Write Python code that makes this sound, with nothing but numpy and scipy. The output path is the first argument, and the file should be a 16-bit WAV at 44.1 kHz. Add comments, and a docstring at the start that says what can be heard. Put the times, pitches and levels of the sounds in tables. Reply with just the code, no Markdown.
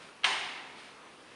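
"""Ventilation hiss and a soft slide of yarn, then one hard knock: perhaps a door or drawer shutting.
A light touch leads the blow; the contacts chatter for milliseconds and drive the modes of a panel.
The bare room rings for about a second. The hiss runs throughout, and close by the yarn
rubs through fingers in three pulls."""
import sys
import numpy as np
from scipy import signal
from scipy.fft import rfft, irfft
from scipy.io import wavfile
from scipy.ndimage import uniform_filter1d

SR = 44100
rng = np.random.default_rng(int(sys.argv[2]) if len(sys.argv) > 2 else 0)


def log_audio(samples):
    """Write samples as a 16-bit WAV file to the path given in sys.argv[1]."""
    # one column per channel
    frames = np.atleast_2d(samples).T
    # limit to full scale, then quantise
    limited = np.clip(frames, -1, 1)
    pcm = np.round(limited * 32767).astype(np.int16)
    wavfile.write(sys.argv[1], SR, pcm)


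N = 59535

# contacts of the knock (time [s], relative level [dB], contact time [ms])
CONTACTS = [(.2333, -16, 0.64), (.2351, -10, 0.48), (.2381, -17.5, 0.61), (.2414, -7.5, 0.35),
            (.2427, 1.5, .15), (.2437, -0.5, 0.13), (.2457, 1.5, 0.055), (.2485, -5, 0.065),
            (.2498, -6.5, 0.062), (.2550, -14, 0.089), (.2610, -16, 0.027)]
# panel modes (frequency [Hz], relative level [dB], t60 [s])
PANEL_MODES = [(405, -49, 0.11), (792, -15.5, 0.12), (1083, -26, 0.026), (1270, -10, 0.032),
               (1670, -6.5, 0.027), (1750, -8, 0.034), (2143, -5, 0.022), (2510, -1, 0.0078),
               (2750, 2, 0.013), (3206, -1.5, 0.02), (3680, -2.5, 0.0068), (4300, -5, 0.0071),
               (5740, -14, 0.011), (8300, -13, 0.0045)]
def knock(gain_db=-18.5, radiation_hz=517):
    """Contacts drive a panel that radiates little bass; longer contacts sound duller."""
    hz = np.fft.rfftfreq(N, 1 / SR)
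    force = sum(amp(db) * np.exp(-2j * np.pi * hz * time_s) / (1 + 1j * hz * contact_ms / 1000)
                for time_s, db, contact_ms in CONTACTS)
    vibration = irfft(rfft(ring(PANEL_MODES)) * force, N)
    radiation = signal.butter(2, radiation_hz, "high", fs=SR, output="sos")
    return amp(gain_db) * signal.sosfilt(radiation, vibration)


# reflection spectrum (frequency [Hz], relative level [dB])
ROOM_SPECTRUM = [(60, -48), (150, -25.5), (300, -19.5), (450, -16), (590, -13.5), (760, -2), (1200, -3),
                 (1480, -6), (1680, -2), (2120, -1), (2400, -3.5), (2950, -1), (4000, -7.5), (5200, -13),
                 (6900, -17.5), (7800, -25.5), (8600, -15.5), (9700, -24), (11300, -42.5)]
# reverberation time (frequency [Hz], t60 [s])
ROOM_DECAY = [(150, 3.4), (700, 1.24), (1300, 1.13), (2300, 1.29), (3200, 1.09), (4500, 1.08), (6000, 0.91),
              (10000, 0.84)]
# lingering partials (frequency [Hz], level [dB], t60 [s])
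ROOM_MODES = [(394.8, -48, 0.99), (403.9, -52, 0.98), (750, -43, 1.03), (768, -49, 0.69), (887, -46.5, 1.5),
              (1019, -38.5, 0.73), (1072, -44.5, 0.84), (1320, -49, 1.3), (1712, -41, 0.51),
              (2150, -43.5, 1.7), (2670, -58, 2.2), (2960, -58, 0.23)]
def reverberation(tail_db=-27.5, delay_s=0.001, rise_s=0.001):
    """Dense reflections follow the hardest contact, treble dying first; a few partials stand out."""
    t = np.arange(N) / SR
    reflections = rng.choice([-1., 1.], N) * (rng.random(N) < 0.5)
    hz, frame_s, spectra = signal.stft(coloured(reflections, ROOM_SPECTRUM), SR, nperseg=512)
    decay = np.exp(-np.log(1000) * frame_s / lookup(ROOM_DECAY, hz)[:, None])
    tail = signal.istft(spectra * decay, SR, nperseg=512)[1][:N]
    onset = 1 - np.exp(-t / rise_s)
    room = onset * (amp(tail_db) * tail + ring(ROOM_MODES))
    blow_s = max(CONTACTS, key=lambda row: row[1])[0]
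    return np.pad(room, (round((blow_s + delay_s) * SR), 0))[:N]


# pulls of the yarn (start [s], rise [s], fade [s], level [dB])
YARN_PULLS = [(-.03, 0.049, 0.14, -53.5), (.75, 0.04, .25, -52.5), (1.25, 0.063, .15, -61)]
# friction spectrum (frequency [Hz], relative level [dB])
YARN_SPECTRUM = [(100, -20), (500, -33), (1100, 0), (2500, 2), (4500, -5), (6500, -13), (7800, -17.5),
                 (8900, -9.5), (11300, -29)]
def yarn():
    """Fibre friction against the fingers swells and fades with each pull."""
    t = np.arange(N) / SR
    envelope = sum(amp(db) * np.interp(t, [start, start + rise, start + rise + fade], [0, 1, 0])
                   for start, rise, fade, db in YARN_PULLS)
    return envelope * coloured(rng.laplace(size=N), YARN_SPECTRUM)


# air noise spectrum (frequency [Hz], relative level [dB])
AIR_SPECTRUM = [(20, -31), (40, -21), (65, -8), (100, -12), (140, -3.5), (400, 1), (650, -2), (1250, -1.5),
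                (1700, -5), (2800, -6.5), (4500, -13), (6500, -18.5), (7800, -23), (8900, -19),
                (10000, -20), (11300, -36.5)]
def ventilation(level_db=-53.5, drift_db=1.23):
    """Steady air noise; its level drifts faintly in patches of frequency and time."""
    spectra = signal.stft(coloured(rng.standard_normal(N), AIR_SPECTRUM), nperseg=1024)[2]
    patches = uniform_filter1d(rng.standard_normal(spectra.shape), size=10, axis=0)
    patches = unit(uniform_filter1d(patches, size=8, axis=1))
    hiss = signal.istft(spectra * amp(drift_db * patches), nperseg=1024)[1][:N]
    return amp(level_db) * unit(hiss)


def ring(modes, spread_s=0.00022):
    """Decaying sines of alternating sign, building up as the blow spreads."""
    t = np.arange(N) / SR
    sines = sum((-1) ** k * amp(db) * np.exp(-np.log(1000) * t / t60) * np.sin(2 * np.pi * hz * t)
                for k, (hz, db, t60) in enumerate(modes))
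    return (1 - np.exp(-(t / spread_s) ** 2)) * sines


def coloured(x, spectrum):
    """Filters x by a spectrum table, to rms 1."""
    gain = amp(lookup(spectrum, np.fft.rfftfreq(N, 1 / SR)))
    return unit(irfft(rfft(x) * gain, N))


def lookup(table, hz):
    """Interpolates on a log-frequency axis."""
    table_hz, values = np.transpose(table)
    return np.interp(np.log(hz + 1), np.log(table_hz + 1), values)


def amp(db):
    """Decibels to gain."""
    return 10 ** (np.asarray(db) / 20)


def unit(x):
    """Scales to rms 1."""
    return x / np.sqrt(np.mean(x ** 2) + 1e-20)


def scene():
    """Knock and reverberation over yarn and ventilation, mono."""
    return (knock() + reverberation() + yarn() + ventilation())[None]


def record(dry):
    """Band limit: low-pass at 11.5 kHz."""
    lowpass = signal.firwin(401, 11500, window=("kaiser", 8), fs=SR)
    return signal.oaconvolve(dry, lowpass[None], "same")


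dry = scene()
out = record(dry)
log_audio(out)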